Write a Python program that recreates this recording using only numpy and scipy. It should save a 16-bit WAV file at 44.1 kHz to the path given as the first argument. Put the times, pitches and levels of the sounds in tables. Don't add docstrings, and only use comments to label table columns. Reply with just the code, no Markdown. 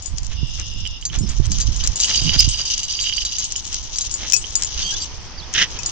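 import sys
import numpy as np
from scipy import signal
from scipy.fft import rfft, irfft
from scipy.io import wavfile

SR = 44100
rng = np.random.default_rng(int(sys.argv[2]) if len(sys.argv) > 2 else 0)


def to_wav(sig):
    pcm = np.clip(np.atleast_2d(sig), -1, 1) * 32767
    pcm = np.round(pcm).astype(np.int16)
    wavfile.write(sys.argv[1], SR, pcm.T)


N = 260631
TIME = np.arange(N) / SR
BINS = np.fft.rfftfreq(N, 1 / SR)


def from_db(db):
    return 10 ** (np.asarray(db) / 20)


def rms_one(x):
    return x / np.sqrt(np.mean(x ** 2) + 1e-20)


def in_time(rows):
    s, value = np.transpose(rows)
    return np.interp(TIME, s, value)


def at_bins(points):
    hz, value = np.transpose(points)
    return np.interp(np.log(BINS + 1), np.log(hz), value)


def panned(balance_db):
    gains = from_db(np.array([balance_db, -balance_db]) / 2)
    return gains / np.sqrt(np.mean(gains ** 2, axis=0))


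def drift(rate_hz):
    smoothed = rfft(rng.standard_normal(N)) / (1 + (BINS / rate_hz) ** 2)
    return rms_one(irfft(smoothed, N))


def coloured(x, colour):
    return rms_one(irfft(rfft(x) * from_db(at_bins(colour)), N))


def filtered(x, kind, hz):
    return signal.sosfilt(signal.butter(2, hz, kind, fs=SR, output="sos"), x)


def swell(s, length):
    return np.exp(-np.abs(2 * (TIME - s) / length) ** 1.5)


def held(s, hold_s, attack_s, release_s):
    rising = np.minimum(TIME - s, 0) / attack_s
    falling = np.maximum(TIME - s - hold_s, 0) / release_s
    return np.exp(rising - falling)


# (frequency [Hz], left minus right [dB])
PORT_TREBLE = [(1000, 1.5), (2200, -2), (3000, -10.5), (3900, -6.5), (4400, -2.5), (4900, -11), (5400, 2.5),
               (6100, 33), (6600, 1), (7200, 12.5), (8200, 0.5)]


def port_treble(spectrum):
    return irfft(spectrum * panned(at_bins(PORT_TREBLE)), N)


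def at_ports(pair, alike_hz, lag_ms):
    mid, side = rfft(pair)
    alike = 1 / (1 + (BINS / alike_hz) ** 2)
    both = np.sqrt(1 + alike) * mid + np.sqrt(1 - alike) * side * [[1], [-1]]
    both[0] *= np.exp(-2j * np.pi * BINS * lag_ms / 1000)
    return port_treble(both)


def blades(per_s, spread_db):
    sizes = from_db(spread_db * np.minimum(rng.exponential(1, (2, N)), 4))
    signs = rng.choice([-1, 1], (2, N))
    return rms_one(sizes * signs * (rng.random((2, N)) < per_s / SR))


def ring(push, hz, t60):
    r, w = from_db(-60 / (t60 * SR)), 2 * np.pi * hz / SR
    return signal.lfilter([0, np.sin(w)], [1, -2 * r * np.cos(w), r * r], push + 1e-18)


def rattle(modes, per_s, spread_db):
    tones = [from_db(db) * ring(blades(per_s, spread_db), hz, t60) for hz, db, t60 in modes]
    return rms_one(sum(tones))


def struck(hits, modes, crack_db, crack_s, bounce_db, bounce_s):
    s, level_db, balance_db = np.transpose(hits)
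    vary_db = 2.8
    gains = from_db(level_db) * panned(balance_db)
    bounce_times = s + bounce_s * rng.uniform(0.98, 1.5, len(s))
    first = np.clip((s * SR).astype(int), 0, N - 1)
    second = np.clip((bounce_times * SR).astype(int), 0, N - 1)
    out, push = np.zeros((2, N)), np.zeros((2, N))
    for hz, mode_db, t60 in modes:
        push[:, first] = gains * from_db(vary_db * rng.uniform(-1.5, 1.5, len(s)))
        push[:, second] = gains * from_db(bounce_db + vary_db * rng.standard_normal(len(s)))
        out += from_db(mode_db) * ring(push, hz, t60)
    push[:, first] = gains
    fading = signal.lfilter([1], [1, -np.exp(-1 / (crack_s * SR))], push + 1e-18)
    scrape = fading * rng.standard_normal((2, N))
    out += from_db(crack_db) * filtered(scrape, "band", [5000, 7100])
    out = filtered(out, "high", 2100)
    return np.array([np.roll(out[0], 2), out[1]])


# (time [s], left minus right [dB])
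DOG_BEARING = [(0.2, 26), (1.05, 3), (1.9, 7), (2.4, 1), (3.3, 2.5), (4.35, 10), (5.9, 4)]


def placed(hits, shift_db):
    return [(s, db, np.interp(s, *np.transpose(DOG_BEARING)) + shift_db) for s, db in hits]


# (time [s], level [dB])
LINE_RUN = [(0.0, -44.5), (0.36, -43), (1.04, -48), (1.48, -44), (1.63, -35.5), (1.87, -35), (2.21, -26),
            (2.93, -32.5), (3.04, -31.5), (3.67, -36), (4.16, -36), (4.31, -36.5), (4.61, -40),
            (4.74, -32.5), (4.92, -30), (5.1, -41.5), (5.32, -50.5), (5.91, -39)]


def line_level():
    return in_time(LINE_RUN) - 3


def light_touches(count):
    over_line_db, spread_db = 14.5, 9.5
    times = (np.arange(count) + rng.random(count)) / count * TIME[-1]
    chance_db = spread_db * (2 * rng.random(count) - 1)
    levels = np.interp(times, *np.transpose(LINE_RUN)) + over_line_db + chance_db
    return list(zip(times, levels))


# (first footfall [s], end [s], stride [s], first footfall [dB],
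# last footfall [dB], length of a sweep [s]); the dB count from the level of the dragged line
GALLOP_SPELLS = [(0.324, 0.7, 0.28, 3.5, 6.5, 0.05), (1.154, 1.7, 0.15, 15.5, 0, 0.057),
                 (1.85, 2.7, 0.251, 4.5, -4, 0.045), (3.414, 3.9, 0.32, -9, -2.5, 0.052),
                 (4.236, 4.4, 0.27, 4, 9, 0.1), (4.614, 4.85, 0.19, 2.5, -3.5, 0.08),
                 (5.771, 5.9, 0.25, 8, 8, 0.025)]


def footfalls():
    out = np.zeros(N)
    for first, end, stride, first_db, last_db, sweep_s in GALLOP_SPELLS:
        times = np.arange(first, end, stride)
        for s, db in zip(times, np.linspace(first_db, last_db, len(times))):
            out += from_db(db) * swell(s, sweep_s)
    return out


# (frequency [Hz], level [dB])
LINE_HISS_COLOUR = [(1500, -38.5), (2400, -20), (2950, -2.5), (3500, -4), (4300, -4.5), (4850, -6),
                    (5500, 3), (6300, 4), (7200, -15.5), (8300, -29)]
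# (frequency [Hz], level [dB], time to fall 60 dB [s])
CHATTER_MODES = [(2888, 2.5, 0.028), (3130, -1, 0.033), (3786, -3.5, 0.029), (4800, 6, 0.043),
                 (6230, -16, 0.024), (5870, -17, 0.015)]
# (time of the middle [s], length [s], extra level [dB])
LINE_TUGS = [(2.297, 0.38, 5), (3.076, 0.72, 12)]


def dragged_line():
    stride_pull = 0.4
    line_db = line_level()
    hiss = from_db(1) * coloured(blades(4000, 4.9), LINE_HISS_COLOUR)
    speed = np.clip((line_db + 40.5) / 12, .1, 1)
    taut = speed * from_db(sum(db * swell(s, length) for s, length, db in LINE_TUGS))
    chatter = taut * filtered(rattle(CHATTER_MODES, per_s=220, spread_db=3.0), "high", 2400)
    tremble = from_db(-10) * rattle(LARGE_TAG_MODES + SMALL_TAG_MODES, per_s=20, spread_db=4.0)
    level = from_db(line_db + 2 + 3.6 * drift(23)) * (1 + stride_pull * footfalls())
    return at_ports(level * (hiss + chatter + tremble), alike_hz=6800, lag_ms=0.067)


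# (time [s], level [dB])
BACKGROUND_LEVEL = [(0.0, -53), (0.95, -56.5), (2.22, -45), (2.5, -50.5), (3.19, -53), (5.91, -44.5)]
# (frequency [Hz], level [dB])
BACKGROUND_COLOUR = [(60, 11), (150, 3.5), (350, 1.5), (600, -2.5), (950, 2), (1500, -4), (2500, -2.5),
                     (3200, -0.5), (4000, -6), (4900, 2), (6200, -1), (7200, -24.5), (8300, -30.5)]


def background_hiss():
    hiss = coloured(rng.standard_normal((2, N)), BACKGROUND_COLOUR)
    return at_ports(from_db(in_time(BACKGROUND_LEVEL) + 5.5) * hiss, alike_hz=1400, lag_ms=0.011)


# (time [s], level [dB])
WIND_THUDS = [(0.139, -22.5), (0.429, -11), (1.207, -13), (1.397, -7), (1.684, -16), (2.217, -18.5),
              (2.362, -12.5), (2.475, -11)]


def airflow(gusts):
    breeze_db, attack_s, release_s = -40.5, 0.046, .05
    rush_db, rush_s = -12, 0.079
    blowing = sum(from_db(db) * held(s, hold, attack_s, release_s) for s, hold, db in gusts)
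    rushes = sum(from_db(db + rush_db) * swell(s, rush_s) for s, db in WIND_THUDS)
    return 10 * np.log10(from_db(breeze_db) ** 2 + blowing ** 2 + rushes ** 2)


# (time when fully risen [s], hold [s], level [dB], extra level of eddies [dB])
GUSTS = [(0.14, 0.72, -30.5, -2.5), (1.172, 0.74, -24.5, 5.5), (2.237, 0.2, -24.5, 4),
         (4.793, 0.027, -34, 3.5)]
# (frequency [Hz], level [dB])
RUMBLE_COLOUR = [(15, -1), (30, 2), (55, 3), (110, -8), (200, -26), (400, -43.5), (900, -47.5), (2000, -60)]


def wind():
    gust_db = airflow([(s, hold, db) for s, hold, db, _ in GUSTS])
    eddy_db = airflow([(s, hold, db + extra_db) for s, hold, db, extra_db in GUSTS])
    level_db = np.array([-40.5 + 0.38 * (gust_db + 46.0), gust_db + 7.5])
    noise = coloured(rng.standard_normal((2, N)), RUMBLE_COLOUR)
    rumble = from_db(level_db + 2.0 * drift(18)) * noise
    eddy_colour = [(70, -12.0), (160, 8.5), (320, -8), (600, -29.5), (1500, -53.0)]   # (Hz, dB)
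    eddies = coloured(rng.standard_normal(N), eddy_colour)
    eddy_level = from_db(-34.5 + 1.11 * (eddy_db + 17.0) + 7.7 * drift(7.8))
    return rumble + panned(-25)[:, None] * eddy_level * eddies


TAG_GRATE_S = .004

# (time [s], level [dB])
SMALL_TAG_BLOWS = [(0.0586, -20), (1.1872, -21.5), (1.29, -25.5), (1.958, -15.5), (2.0441, -11),
                   (3.4421, -16), (3.5612, -16), (4.1126, -16.5), (4.14, -14.5), (4.3414, -12),
                   (4.3644, -7.5), (4.554, -5.5), (4.6467, -16.5), (5.8601, -11)]
# (frequency [Hz], level [dB], time to fall 60 dB [s])
SMALL_TAG_MODES = [(4790, -16, .13), (6880, -4, .09), (6970, -8, .13), (8010, -15, .17)]


def small_tag():
    hits = placed(list(SMALL_TAG_BLOWS) + light_touches(count=8), shift_db=-2.5)
    return from_db(-0.5) * struck(hits, SMALL_TAG_MODES, crack_db=5.5, crack_s=TAG_GRATE_S,
                                  bounce_db=-17.5, bounce_s=0.0019)


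def thuds():
    push = np.zeros((2, N))
    for s, level_db in WIND_THUDS:
        push[:, int(s * SR)] = from_db(level_db) * panned(-36)
    thump = ring(push, 60, 0.11)
    thump -= from_db(2) * ring(push, 124, 0.057)
    thump += from_db(-2.5) * ring(push, 276, 0.015)
    return filtered(thump, "low", 450)


# (time [s], level [dB])
LINK_CLICKS = [(0.183, -13.5), (0.2317, -21.5), (0.2665, -21.5), (0.5979, -19.5), (0.8738, -16),
               (1.4549, -22), (1.466, -19), (1.5181, -10), (1.5854, -14), (1.8741, -4), (2.157, -15),
               (2.4049, -1), (2.9254, -14), (3.1677, -13), (3.222, -19.5), (3.7288, -18), (3.743, -11),
               (3.9848, -6), (4.051, -21), (4.2995, -11.5), (4.3219, -3), (4.6222, -5.5), (4.6344, -6),
               (5.5387, -11), (5.8326, -13.5)]
# (frequency [Hz], level [dB], time to fall 60 dB [s])
LINK_MODES = [(3300, -19, .006), (4900, -13, .007), (6100, -9, .007), (6850, -8, .01)]


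def links():
    graze_lead_s, graze_db = 0.0098, -13.5
    grazes = [(s - graze_lead_s, db + graze_db) for s, db in LINK_CLICKS]
    hits = placed(list(LINK_CLICKS) + grazes + light_touches(count=12), shift_db=-1)
    return from_db(1.04) * struck(hits, LINK_MODES, crack_db=8.5, crack_s=0.0011,
                                  bounce_db=-10.5, bounce_s=0.0027)


# (frequency [Hz], level [dB])
PAW_SWISH_COLOUR = [(200, -0.5), (500, -2.5), (1100, -2), (1800, 1), (2400, 2.5), (3200, 7.5), (5000, -4),
                    (7500, -18.5)]


def paws():
    strokes = from_db(line_level()) * footfalls()
    swish = coloured(blades(5000, 3.5), PAW_SWISH_COLOUR)
    return at_ports(strokes * from_db(0.5 + 1.8 * drift(54)) * swish, alike_hz=6800, lag_ms=0.067)


# (frequency [Hz], level [dB])
ZOOM_MOTOR_COLOUR = [(2300, -27), (2600, -10), (2800, 9.5), (3100, -4.5), (3600, 2.5), (4300, -19),
                     (5200, 6), (5800, -15), (7500, -46.5)]


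def zoom_motor():
    running = held(0.38, 0.587, attack_s=0.027, release_s=0.027)
    return from_db(-36) * running * coloured(rng.standard_normal((2, N)), ZOOM_MOTOR_COLOUR)


# (time [s], level [dB])
LINE_KNOCKS = [(0.8528, -21), (0.8636, -20), (1.0256, -26.5), (1.1, -24.5), (1.808, -20.5), (2.0448, -11.5),
               (2.146, -15.5), (2.2938, -8), (2.9907, -15.5), (3.0424, -20), (3.0708, -19), (3.0968, -14),
               (3.1248, -12.5), (3.1812, -12.5), (3.2205, -19.5), (3.557, -21.5), (4.4416, -20)]
# (frequency [Hz], level [dB], time to fall 60 dB [s])
KNOCK_MODES = [(2958, -5, 0.042), (3130, -4.5, 0.036), (3850, -54, .012)]


def line_knocks():
    hits = [(s, db, -13.5) for s, db in LINE_KNOCKS]
    return from_db(3) * struck(hits, KNOCK_MODES, crack_db=-14, crack_s=0.001,
                               bounce_db=-11, bounce_s=0.002563)


# (time [s], level [dB])
LARGE_TAG_BLOWS = [(1.0123, -25), (1.0525, -9), (1.5164, -13), (1.602, -12), (1.6159, -12), (1.8382, -10),
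                   (2.0008, -2.5), (2.0098, -8.5), (2.11, -18), (2.832, -12.5), (3.0111, -9), (3.0277, -12),
                   (3.25, -8), (3.3842, -9), (3.9584, -15), (4.0094, -9.5)]
# (frequency [Hz], level [dB], time to fall 60 dB [s])
LARGE_TAG_MODES = [(3980, -16, .12), (4720, -8, .075), (6290, -8, .07), (6420, -10, .11), (7080, -9, .09)]


def large_tag():
    hits = placed(list(LARGE_TAG_BLOWS) + light_touches(count=6), shift_db=-3.0)
    return from_db(-2.5) * struck(hits, LARGE_TAG_MODES, crack_db=0, crack_s=TAG_GRATE_S,
                                  bounce_db=-5.5, bounce_s=0.0074)


def whistle(note, waver, arch):
    s, length, start_hz, end_hz, level_db = note
    part = np.clip((TIME - s) / length, 0, 1)
    bow = 4 * part * (1 - part)
    hz = (start_hz + (end_hz - start_hz) * part) * (1 + arch * bow)
    phase = 2 * np.pi * np.cumsum(hz * (1 + waver)) / SR
    return np.sqrt(2) * from_db(level_db) * bow * np.sin(phase)


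# (start [s], length [s], start pitch [Hz], end pitch [Hz], level [dB],
# share by which the pitch rises in mid-note [1])
BIRD_NOTES = [(1.207, 0.074, 5180, 4740, -42, 0.075), (1.741, 0.07, 5270, 4800, -46, .05),
              (5.369, 0.044, 4130, 3390, -38.5, 0.25), (5.412, 0.045, 3110, 4000, -47.5, -0.011)]


def bird():
    waver, flutter = .005 * drift(300), from_db(3.5 * drift(70))
    notes = sum(whistle(note, waver, arch) for *note, arch in BIRD_NOTES)
    return port_treble(rfft(from_db(4.5) * flutter * notes))


# (start [s], length [s], start pitch [Hz], end pitch [Hz], level [dB])
SQUEAK_TONES = [(2.388, 0.025, 4800, 5250, -10), (3.166, 0.02, 4700, 4750, -18),
                (4.82, 0.11, 3130, 3250, -26), (4.815, 0.08, 4640, 4590, -30), (4.81, 0.1, 6330, 6290, -31),
                (4.92, 0.035, 1600, 1630, -42), (4.935, 0.04, 3200, 3700, -32),
                (5.0, 0.045, 4660, 4770, -28), (5.002, 0.05, 7300, 7650, -35)]


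def squeaks():
    waver, stutter = .008 * drift(400), from_db(3 * drift(150))
    tones = sum(whistle(note, waver, arch=0) for note in SQUEAK_TONES)
    return port_treble(rfft(from_db(0.5) * stutter * tones))


# (time [s], level [dB])
HOOK_BLOWS = [(4.3338, -1.5), (5.7891, -15)]
# (frequency [Hz], level [dB], time to fall 60 dB [s])
HOOK_MODES = [(2562, -11, .09), (5620, -6, .085), (5814, -6, .1), (6950, -10, .1)]


def snap_hook():
    return from_db(-1.0) * struck(placed(HOOK_BLOWS, shift_db=15), HOOK_MODES, crack_db=-9,
                                  crack_s=0.0072, bounce_db=-13.5, bounce_s=.004)


# (time of the middle [s], level [dB], length [s])
SCUFF_CATCHES = [(5.557, -17.5, 0.022), (5.588, -17.5, 0.033), (5.623, -15.5, 0.042)]
# (frequency [Hz], level [dB])
SCUFF_RASP_COLOUR = [(150, -14), (600, -20.5), (1100, -21.5), (1450, -9), (1900, 1.5), (2300, -8),
                     (3100, 5), (4300, -10.5), (5900, -2.5), (7000, -13.5), (8200, -36)]


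def scuff():
    catches = sum(from_db(db) * swell(s, length) for s, db, length in SCUFF_CATCHES)
    rasp = from_db(2.0 * drift(140)) * coloured(blades(7000, 2.0), SCUFF_RASP_COLOUR)
    return at_ports(catches * rasp, alike_hz=7000, lag_ms=0.059)


def scene():
    ground = dragged_line() + paws() + scuff()
    metal = small_tag() + large_tag() + links() + snap_hook() + squeaks()
    surroundings = background_hiss() + wind() + thuds() + zoom_motor() + bird()
    return ground + metal + line_knocks() + surroundings


def record(dry):
    steep = signal.ellip(10, .3, 90, 8400, fs=SR, output="sos")
    return np.clip(signal.sosfilt(steep, dry), -1, 1)


dry = scene()
out = record(dry)
to_wav(out)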